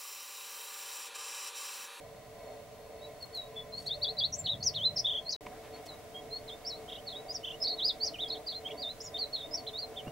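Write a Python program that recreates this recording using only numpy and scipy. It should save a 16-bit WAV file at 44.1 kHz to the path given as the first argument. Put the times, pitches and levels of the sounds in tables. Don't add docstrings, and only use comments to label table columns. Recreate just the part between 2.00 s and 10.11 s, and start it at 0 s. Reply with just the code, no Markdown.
import sys
import numpy as np
from scipy import signal
from scipy.fft import irfft, next_fast_len
from scipy.io import wavfile
from scipy.ndimage import uniform_filter1d

SR = 44100
rng = np.random.default_rng(int(sys.argv[2]) if len(sys.argv) > 2 else 0)


def ratio(d):
    e = np.asarray(d, float) / 20
    return 10 ** e


def digitize_waveform(pressure):
    field = np.atleast_2d(pressure).T
    bounded = np.clip(field, -1, 1)
    quanta = np.round(bounded * 32767).astype(np.int16)
    wavfile.write(sys.argv[1], SR, quanta)


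N = 357651
TIME = np.arange(N) / SR
OPPOSITE = np.array([[1], [-1]])


def random_phase_noise(gain):
    return irfft(gain * np.exp(2j * np.pi * rng.random(len(gain))))[:N]


def noise_freqs():
    return np.fft.rfftfreq(next_fast_len(N), 1 / SR) + 1


def band(hz, width, order=2):
    f = noise_freqs()
    detune = (f - hz ** 2 / f) / width
    x = random_phase_noise((1 + detune ** 2) ** (-order / 2))
    return x / x.std()


def walk(rate):
    k = int(SR / rate)
    held = np.repeat(rng.standard_normal(N // k + 1), k)
    return 1.52 * uniform_filter1d(uniform_filter1d(held, k), k)[:N]


def pan(db):
    return ratio(np.array([db / 2, -db / 2]).reshape(2, -1))


CUT_S = (3.364, 3.408)


def by_take(first_db, second_db):
    return ratio(np.where(TIME < CUT_S[1], first_db, second_db))


# frequency in Hz, density in dB per Hz.
AIR = [(12, -43), (20, -4), (123, -8), (377, -15.5), (434, -12), (607, -5.5), (849, -17.5), (1030, -16),
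       (1660, -19), (14300, -28.5), (16000, -36.5)]
AIR_DB = (-56.5, -55)


def air(apart_hz=2500):
    f = noise_freqs()
    hz, db = np.transpose(AIR)
    gain = ratio(np.interp(np.log(f), np.log(hz), db))
    side_share = 0.16 + 0.36 * f ** 2 / (f ** 2 + apart_hz ** 2)
    mid = random_phase_noise(gain * np.sqrt(1 - side_share))
    side = random_phase_noise(gain * np.sqrt(side_share))
    drift = ratio(0.28 * walk(6.1))
    return by_take(*AIR_DB) * drift * (mid + side * OPPOSITE) / mid.std()


# centre in Hz, width in Hz, level in dB before the scene changes,
# level in dB after it, left minus right in dB.
DRONE = [(253.5, 46, -70.5, -65.5, 0.5), (309, 64, -70, -63, -1), (443.6, 32, -56.5, -53.5, 0.5),
         (586.6, 69, -56, -57, -6), (674, 64, -58, -57, 4), (744.6, 44, -61.5, -58, -2.5),
         (916, 44, -72.5, -70, -3.5), (1018, 39, -66, -68, -2), (1190, 72, -79, -76, 4),
         (1956, 150, -70, -71.5, 0.5), (2191, 98, -72.5, -70.5, 1), (2640, 77, -78, -85, 8.5),
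         (3650, 170, -77, -75.5, 3), (4300, 99, -74, -86.5, 0)]


def drone(apart_db=-15):
    out, throb = 0, walk(7)
    throb = throb - uniform_filter1d(throb, size=SR // 2)
    for hz, width, first_db, second_db, pan_db in DRONE:
        level = by_take(first_db, second_db) * ratio(1.9 * throb + 0.7 * walk(2.917))
        spread = ratio(apart_db) * band(hz, width) * OPPOSITE
        out = out + level * pan(pan_db) * (band(hz, width) + spread)
    return out


# time in seconds, level in dB.
RUMBLE = [(0, -59), (1.45, -60), (1.7, -54), (2.2, -53), (2.55, -48), (2.8, -49), (2.97, -52.5), (3.1, -59),
          (3.6, -61), (8.1, -61)]


def rumble():
    swell_db = np.interp(TIME, *np.transpose(RUMBLE)) - 2.0
    level = ratio(swell_db + 1.24 * walk(6))
    return level * (band(115, 100) + 0.088 * band(130, 60) * OPPOSITE)


# start in seconds, peak in dB.
TICKS = [(1.2124, -46), (1.2276, -37), (1.2605, -43), (1.3508, -36), (1.3747, -34), (3.8636, -51),
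         (6.4694, -58), (7.1894, -40)]


def ticks(out, level_db=-3, decay_s=0.0003):
    t = np.arange(256) / SR
    for s, db in TICKS:
        crack = np.diff(rng.standard_normal(256) * np.exp(-t / decay_s), prepend=0)
        a = int(s * SR)
        out[a:a + 256] += ratio(db + level_db) * uniform_filter1d(crack, size=2)


def rustle(length, hz):
    u = np.linspace(0, 1, num=int(length * SR))
    edges = [0.55 * hz, min(1.7 * hz, SR / 2.2)]
    sos = signal.butter(2, edges, "bandpass", fs=SR, output="sos")
    noise = signal.sosfilt(sos, rng.standard_normal(len(u) + 2000))[2000:]
    grains = int(length * 300) + 2
    grain = np.interp(u, np.linspace(0, 1, num=grains), rng.standard_normal(grains))
    return ratio(2.5 * grain) * np.sin(np.pi * u) ** 0.6 * noise / noise.std()


# start in seconds, length in seconds,
# level in dB, centre in Hz.
RUSTLES = [(1.756, 0.12, -60.5, 6000), (1.859, 0.02, -53, 5500), (3.462, 0.013, -49.5, 1830),
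           (3.51, .08, -59, 1000), (3.62, .08, -57, 1500), (3.72, .1, -62, 1800), (3.9, .06, -58, 900),
           (3.855, 0.021, -53, 4900), (7.9, .065, -53, 500), (2.64, 0.073, -61, 13000),
           (8.066, 0.025, -50, 750), (1.348, .04, -63, 7000), (1.222, .012, -63, 7000),
           (2.975, .035, -65, 13000), (6.04, .04, -65, 12000), (5.86, .04, -66, 12000),
           (3.1, .26, -60, 190), (3.42, .1, -58, 220), (3.858, .014, -60, 11000), (1.862, .014, -60, 13000)]


def rustles(out):
    for s, length, db, hz in RUSTLES:
        a = int(s * SR)
        out[a:a + int(length * SR)] += ratio(db) * rustle(length, hz)


# start in seconds, level in dB, pitch in Hz, 60 dB decay in seconds.
BUMPS = [
    (8.0705, -32, 255, 0.033),
    (8.079, -34, 144, 0.066),
    (3.467, -35, 990, 0.027),
]


def bumps(out):
    t = np.arange(SR // 8) / SR
    for s, db, hz, t60 in BUMPS:
        upper = 0.43 * np.sin(2 * np.pi * 2.31 * hz * t) * np.exp(-t / 0.024)
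        ring = np.sin(2 * np.pi * hz * t) + upper
        a = int(s * SR)
        out[a:a + len(t)] += ratio(db) * ring * np.exp(-np.log(1000) * t / t60)


def small_sounds():
    out = np.zeros(N + SR)
    ticks(out)
    rustles(out)
    bumps(out)
    return out[:N]


def foliage(x, far_db=-12, far_t60=0.17, shared=0.55):
    near_db, near_t60, lumpy_db = -9.5, 0.06, 5
    leaf_hz = 3800
    t = np.arange(int(0.6 * SR)) / SR
    near, far = (np.exp(-np.log(1000) * t / t60) / np.sqrt(t60 * SR / 14) for t60 in (near_t60, far_t60))
    lumps = ratio(lumpy_db * rng.exponential(size=len(t)))
    near = near * lumps / np.sqrt(np.mean(lumps ** 2))
    onset = np.clip(t / 0.0046, 0, 1) ** 2
    shape = np.hypot(ratio(near_db) * near, ratio(far_db) * far) * onset
    mid, side = rng.standard_normal((2, len(t))) * shape
    shared = np.clip(shared, 0, 1)
    echo = np.sqrt((1 + shared) / 2) * mid + np.sqrt((1 - shared) / 2) * side * OPPOSITE
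    echo[:, int(0.007 * SR)] += ratio(-11)
    bright = np.diff(x, prepend=0) * SR / (2 * np.pi * leaf_hz)
    return signal.fftconvolve(bright[None], echo, axes=1)[:, :N]


# centre in Hz, width in Hz, gain in dB.
THROAT = [(5750, 500, -21), (10500, 700, -36), (14300, 1300, -28)]


def throat(hz, faint_db=-50):
    peaks = sum(ratio(db) * np.exp(-((hz - centre) / width) ** 2) for centre, width, db in THROAT)
    return ratio(faint_db) + peaks


# seconds after the start, pitch in Hz, level in dB under the peak.
DROOP = [(0, 4480, -18), (.034, 4050, 0), (.057, 3850, -7), (.095, 3830, -15), (.13, 3850, -25)]
HOOK = [(0, 3600, -28), (.009, 4050, -16), (.023, 4640, 0), (.029, 4400, -9), (.036, 3500, -9),
        (.043, 3270, -12), (.061, 3500, -9), (.078, 4080, -4), (.093, 4440, -13)]
SQUEAK = [(0, 6300, -14), (.005, 5600, -2), (.012, 5600, -3), (.02, 6300, 0), (.028, 7000, -11),
          (.036, 8700, -24), (.05, 8000, -17), (.06, 7550, -5), (.082, 7150, -14)]
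DIP = [(0, 4190, -15), (.012, 4460, -9), (.02, 3980, 0), (.032, 2920, -9), (.045, 3620, -2),
       (.062, 4020, -2.5), (.105, 3320, -10)]
SCOOP = [(0, 4180, -17), (.008, 4070, 0), (.025, 3180, -6), (.045, 3600, -6.5), (.07, 3600, -12)]
DIVE = [(0, 4440, -22), (.016, 4270, -18), (.023, 4500, 0), (.03, 6600, -18), (.038, 6330, -11),
        (.053, 5950, -10), (.059, 5750, 0), (.071, 5130, -2.5), (.091, 4460, -15)]
LADLE = [(0, 2800, -28), (.014, 4440, -12), (.027, 3650, -5), (.055, 3040, -12), (.071, 3100, -15),
         (.096, 3480, -11), (.117, 4080, 0), (.157, 4010, -13)]
PEAK = [(0, 4050, -22), (.01, 4400, -7), (.026, 4550, -7), (.035, 4750, 0), (.042, 5300, -12),
        (.054, 6500, -22), (.062, 5700, -8), (.072, 4900, -6), (.086, 4150, -16)]
CREST = [(0, 4450, -12), (.018, 5350, -5), (.035, 5620, 0), (.044, 5350, -12), (.056, 4370, -3),
         (.078, 3860, -10), (.108, 4200, -12), (.128, 4400, -18)]
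TWIN = [(0, 4350, -24), (.012, 4550, -3), (.022, 4250, 0), (.034, 3550, -6), (.047, 4350, -2),
        (.061, 3700, -4), (.081, 3150, -8), (.106, 3780, -8), (.142, 3880, -10)]
SWOOP = [(0, 3600, -35), (.012, 3900, -22), (.017, 3980, -10), (.035, 3080, -11), (.085, 4860, -5),
         (.104, 5280, -12), (.111, 4850, 0), (.13, 3700, -6.5), (.143, 3370, -12.5)]
DROP = [(0, 4300, -14), (.004, 2900, -12), (.01, 3050, 0), (.018, 2800, -5), (.025, 2450, -14),
        (.042, 2400, -18)]
HUMP = [(0, 2730, -21), (.012, 3200, -8), (.032, 4000, 0), (.059, 3400, -1), (.066, 3450, -14),
        (.079, 3270, -7), (.092, 3280, -12), (.1, 3400, -22)]
ZIGZAG = [(0, 3280, -24), (.012, 5230, -15), (.022, 4260, -18), (.03, 4080, 0), (.04, 3480, -14),
          (.048, 4340, -9), (.057, 4350, -5), (.082, 3090, -14), (.103, 4050, -20)]
STEP = [(0, 3470, -31), (.01, 3645, -3), (.029, 3650, 0), (.038, 3050, -12), (.046, 4260, -9),
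        (.058, 4645, 0), (.106, 4005, 0), (.123, 4020, -21)]
CLIMB = [(0, 3550, -20), (.037, 3850, -3.5), (.058, 4560, -1), (.076, 4760, -10), (.094, 4200, -5),
         (.116, 4130, -14)]
LEAD = [(0, 5200, -18), (.012, 5050, -6), (.022, 5180, 0), (.029, 5550, -1), (.039, 4050, -3),
        (.045, 4300, 0), (.053, 4500, -3), (.06, 4400, -6), (.067, 3750, -5)]
SPIRE = [(0, 4100, -24), (.036, 4400, -13), (.043, 4550, 0), (.052, 5300, -16), (.063, 6650, -22),
         (.069, 6100, -15), (.076, 4500, -6), (.082, 4020, -7), (.097, 3920, -17)]
NOTCH = [(0, 5020, -14), (.02, 5150, -6), (.034, 5400, 0), (.042, 5800, -6), (.047, 6600, -18),
         (.054, 5200, -12), (.067, 4600, 0), (.089, 4350, -14)]
VALLEY = [(0, 4360, -21), (.017, 4610, -5), (.04, 5000, -13), (.047, 4610, 0), (.059, 3800, -1),
          (.077, 3560, -4), (.106, 3650, -5), (.132, 4030, -2), (.149, 4100, -17)]
HICCUP = [(0, 2970, -22), (.01, 3120, -5), (.027, 3250, 0), (.032, 3600, -6), (.038, 2800, -10),
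          (.046, 2200, -20), (.058, 2300, -18), (.067, 3450, -5), (.075, 2800, -9)]
SLUR = [(0, 4250, -22), (.009, 4420, -2), (.029, 4140, 0), (.037, 3600, -5)]
CROOK = [(0, 3700, -26), (.008, 4050, -16), (.024, 4560, 0), (.03, 3900, -15), (.04, 3200, -17),
         (.05, 3450, -17), (.055, 3600, -2), (.065, 3620, 0), (.082, 4120, -6), (.097, 4450, -19)]
CREEP = [(0, 4550, -22), (.012, 4800, -7), (.024, 4980, 0), (.036, 5100, -12), (.048, 6900, -26),
         (.056, 6300, -22), (.064, 5800, -9), (.07, 5450, 0), (.088, 4600, -8)]
SQUEAL = [(0, 5600, -15), (.004, 5000, 0), (.009, 5600, 0), (.014, 6600, -9), (.018, 7000, -12),
          (.028, 7600, -19), (.038, 7050, -6), (.05, 6800, -7), (.066, 6300, -14)]
UNDER = [(0, 5400, -12), (.01, 5550, -3), (.02, 5850, -7), (.027, 5500, 0), (.032, 5050, -2),
         (.044, 5050, -10)]
PIP = [(0, 3300, -20), (.011, 3530, -5), (.018, 3450, -11), (.028, 3420, 0), (.04, 3460, -5),
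       (.046, 3440, -20), (.05, 3420, -5), (.057, 3440, -16), (.09, 3420, -25)]
OPENER = [(0, 3420, -18), (.01, 3500, -5), (.019, 3680, 0), (.023, 3800, -4)]
BARB = [(0, 4100, -18), (.011, 3900, -14), (.02, 4700, 0), (.028, 4550, -1), (.034, 3600, -12),
        (.043, 3250, -11), (.062, 3500, -8), (.078, 4100, -1), (.088, 4500, -12)]
FALL = [(0, 5400, -16), (.006, 5450, -3), (.012, 5100, 0), (.022, 4000, -8)]
PAIR = [(0, 4500, -18), (.01, 4900, -2), (.027, 3950, 0), (.036, 4600, -4), (.044, 4600, -3),
        (.066, 3250, -8), (.08, 3800, -15), (.09, 4150, -8), (.118, 4150, -9)]
BLIP = [(0, 4400, -18), (.008, 4520, -10), (.014, 4360, -9), (.023, 4320, 0), (.031, 4300, -5),
        (.036, 4300, -12)]
CURL = [(0, 4300, -24), (.014, 4480, -17), (.022, 4270, -5), (.03, 4150, -6), (.043, 4050, 0),
        (.06, 3930, -4), (.066, 3870, -9), (.09, 3840, -9), (.15, 3850, -27)]
NUDGE = [(0, 4100, -14), (.013, 4150, 0), (.021, 4240, -5), (.027, 4260, 0), (.036, 4280, -2),
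         (.04, 4280, -14)]
PERCH = [(0, 4300, -6), (.005, 4300, -8), (.012, 4400, 0), (.021, 4480, -9), (.028, 4400, -5),
         (.042, 4370, -17)]
SIGH = [(0, 2250, -5), (.012, 2300, -14), (.022, 2400, -8), (.03, 2550, -13), (.042, 2740, -2),
        (.052, 2830, 0), (.062, 2850, -8)]
FLOP = [(0, 2950, -17), (.007, 3400, -6), (.014, 3650, 0), (.023, 3350, -3), (.033, 3180, 0),
        (.041, 3030, -3), (.052, 2800, -14)]
# shape, start in seconds, stretch in time, pitch factor, peak in dB.
REPEATED = [
    (DROOP, 3.868, .8, 1.01, -45),
    (HOOK, 2.012, 1.01, 1.0, -26),
    (TWIN, 5.061, .97, 1.0, -37.5),
]
# shape, start in seconds, peak in dB.
ONCE = [(DIP, 2.443, -30), (DIVE, 2.606, -28), (LADLE, 2.738, -25.5), (SPIRE, 3.252, -26),
        (SCOOP, 4.477, -41.5), (CREST, 4.649, -36.5), (LEAD, 5.604, -31), (SWOOP, 5.771, -25.5),
        (DROP, 6.135, -40), (HUMP, 6.183, -35), (ZIGZAG, 6.275, -31.5), (HICCUP, 6.645, -36),
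        (VALLEY, 6.774, -36.5), (STEP, 7.135, -33), (SLUR, 7.326, -35.5), (NOTCH, 7.511, -38),
        (CLIMB, 7.732, -34), (CROOK, 1.856, -32), (CREEP, 5.284, -34), (PEAK, 6.002, -26),
        (SQUEAK, 2.324, -35.5), (SQUEAL, 7.002, -43), (UNDER, 7.04, -46), (PIP, 1.557, -38),
        (OPENER, 3.042, -29), (BARB, 2.17, -25), (FALL, 2.96, -29), (PAIR, 6.463, -35), (BLIP, 1.205, -41),
        (CURL, 1.328, -35), (NUDGE, 1.723, -40), (PERCH, 1.771, -38), (FLOP, 7.959, -42),
        (SIGH, 8.029, -54)]


def syllables():
    for shape, start, stretch, factor, db in REPEATED + [(shape, start, 1, 1, db) for shape, start, db in ONCE]:
        s, hz, under = np.transpose(shape)
        yield start + stretch * s, factor * hz, db + under


# start in seconds, length in seconds, from Hz, to Hz, peak in dB.
SLIDES = [(1.01, .065, 3750, 4000, -52), (2.983, .021, 6350, 4400, -31), (3.728, .04, 4380, 4360, -52),
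          (4.142, .054, 3200, 3300, -41), (4.305, .08, 4080, 4430, -39), (4.972, .032, 2800, 3300, -50),
          (5.524, .04, 2720, 3050, -46), (7.422, .04, 3550, 3720, -40)]
# start in seconds, length in seconds, foot in Hz, top in Hz, peak in dB.
ARCHES = [
    (7.666, .03, 3030, 4140, -36),
]


def slides_and_arches(swell_db=15, swell_peak=0.42, arch_top=0.38):
    u = np.linspace(0, 1, num=40)
    off_peak = np.where(u < swell_peak, 1 - u / swell_peak, (u - swell_peak) / (1 - swell_peak))
    swell = -swell_db * off_peak ** 2
    bow = np.sin(np.pi * np.interp(u, [0, arch_top, 1], [0, 0.5, 1]))
    for rows, path in ((SLIDES, u), (ARCHES, bow)):
        for start, length, from_hz, to_hz, db in rows:
            yield start + length * u, from_hz + (to_hz - from_hz) * path, db + swell


# seconds into the turn, pitch factor, level in dB.
FLICK = [(0, .92, -15), (.005, .96, -9), (.014, 1.0, 0), (.0175, 1.18, -4), (.021, 1.0, -2),
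         (.0245, .83, -11), (.031, .92, -15)]
WARBLE = [(0, 1.0, -7), (.006, .82, -10), (.011, .89, -4), (.022, .935, 0), (.029, .97, -3),
          (.033, 1.0, -7)]
RIPPLE = [(0, .85, -9), (.008, .97, -3), (.019, 1.0, 0), (.026, .85, -9)]
QUAVER = [(0, .82, -8), (.005, .93, -2), (.011, .99, 0), (.016, 1.0, -6), (.02, .94, 3), (.0245, .82, -8)]
# turn, start in seconds, length in seconds, pitch in Hz, first level in dB, last level in dB.
TRILLED = [
    (WARBLE, 3.065, .135, 3740, -28, -35.5),
    (FLICK, 4.879, .089, 3250, -42.5, -40),
    (FLICK, 5.434, .086, 3150, -35, -35),
    (QUAVER, 5.672, .066, 4720, -28, -35),
    (RIPPLE, 7.366, .056, 3800, -41, -41),
]


def trills(uneven_db=1.1, uneven_reach=0.12, sag_per_db=0.009):
    for turn, start, length, hz, first_db, last_db in TRILLED:
        s = np.linspace(0, length, num=200)
        into, factor, under = np.transpose(turn)
        place = s % into[-1]
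        effort = (last_db - first_db) * s / length
        push, reach = rng.standard_normal((8, 2))[(s // into[-1]).astype(int)].T
        swing = 1 + (np.interp(place, into, factor) - factor[0]) * (1 + uneven_reach * reach) / factor[0]
        pitch = hz * factor[0] * (1 + sag_per_db * effort) * uniform_filter1d(swing, size=5)
        pulse = np.interp(place, into, under) + uniform_filter1d(uneven_db * push, size=15)
        yield start + s, pitch, first_db + effort + pulse


def bird(third_db=-11, flutter_db=2.2, attack_s=0.003, release_s=0.0094):
    out, flutter, wobble = np.zeros(N), ratio(flutter_db * walk(130)), 1 + 0.0036 * walk(300)
    for s, hz, db in [*syllables(), *slides_and_arches(), *trills()]:
        a, b = int((s[0] - attack_s) * SR), min(int((s[-1] + release_s) * SR), N)
        t = TIME[a:b]
        pitch = uniform_filter1d(np.interp(t, s, hz), size=60)
        phase = 2 * np.pi * np.cumsum(pitch * wobble[a:b]) / SR
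        edge = np.clip(np.minimum((t - t[0]) / attack_s, (t[-1] - t) / release_s), 0, 1) ** 2
        second = throat(2 * pitch) * np.sin(2 * phase)
        third = ratio(third_db) * throat(3 * pitch) * np.sin(3 * phase)
        out[a:b] += ratio(np.interp(t, s, db)) * edge * (np.sin(phase) + second + third)
    return ratio(2.5) * out * flutter


# time in seconds, left minus right in dB.
SONG_PAN = [(1, 0.5), (3.4, -.5), (5.5, -2.5), (8.1, -2.5)]


def song_among_leaves():
    song = bird()
    return (ratio(-1.0) * song + foliage(song)) * pan(np.interp(TIME, *np.transpose(SONG_PAN)))


def scene():
    return air() + drone() + rumble() + small_sounds() + song_among_leaves()


def line_whine(hz=15623):
    tone = ratio(-71) * np.sin(2 * np.pi * hz * TIME + np.array([[0], [1.4]]))
    return (tone + ratio(-86) * band(hz, 300)) * pan(-2.5)


def band_limit(x):
    return signal.sosfilt(signal.butter(12, 15780, fs=SR, output="sos"), x)


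def record(dry):
    running = (TIME < CUT_S[0]) | (TIME > CUT_S[1])
    top_cut = signal.ellip(10, 0.2, 80, 15830, fs=SR, output="sos")
    mix = signal.sosfilt(top_cut, dry + line_whine()) * running
    return band_limit(mix)


dry = scene()
out = record(dry)
digitize_waveform(out)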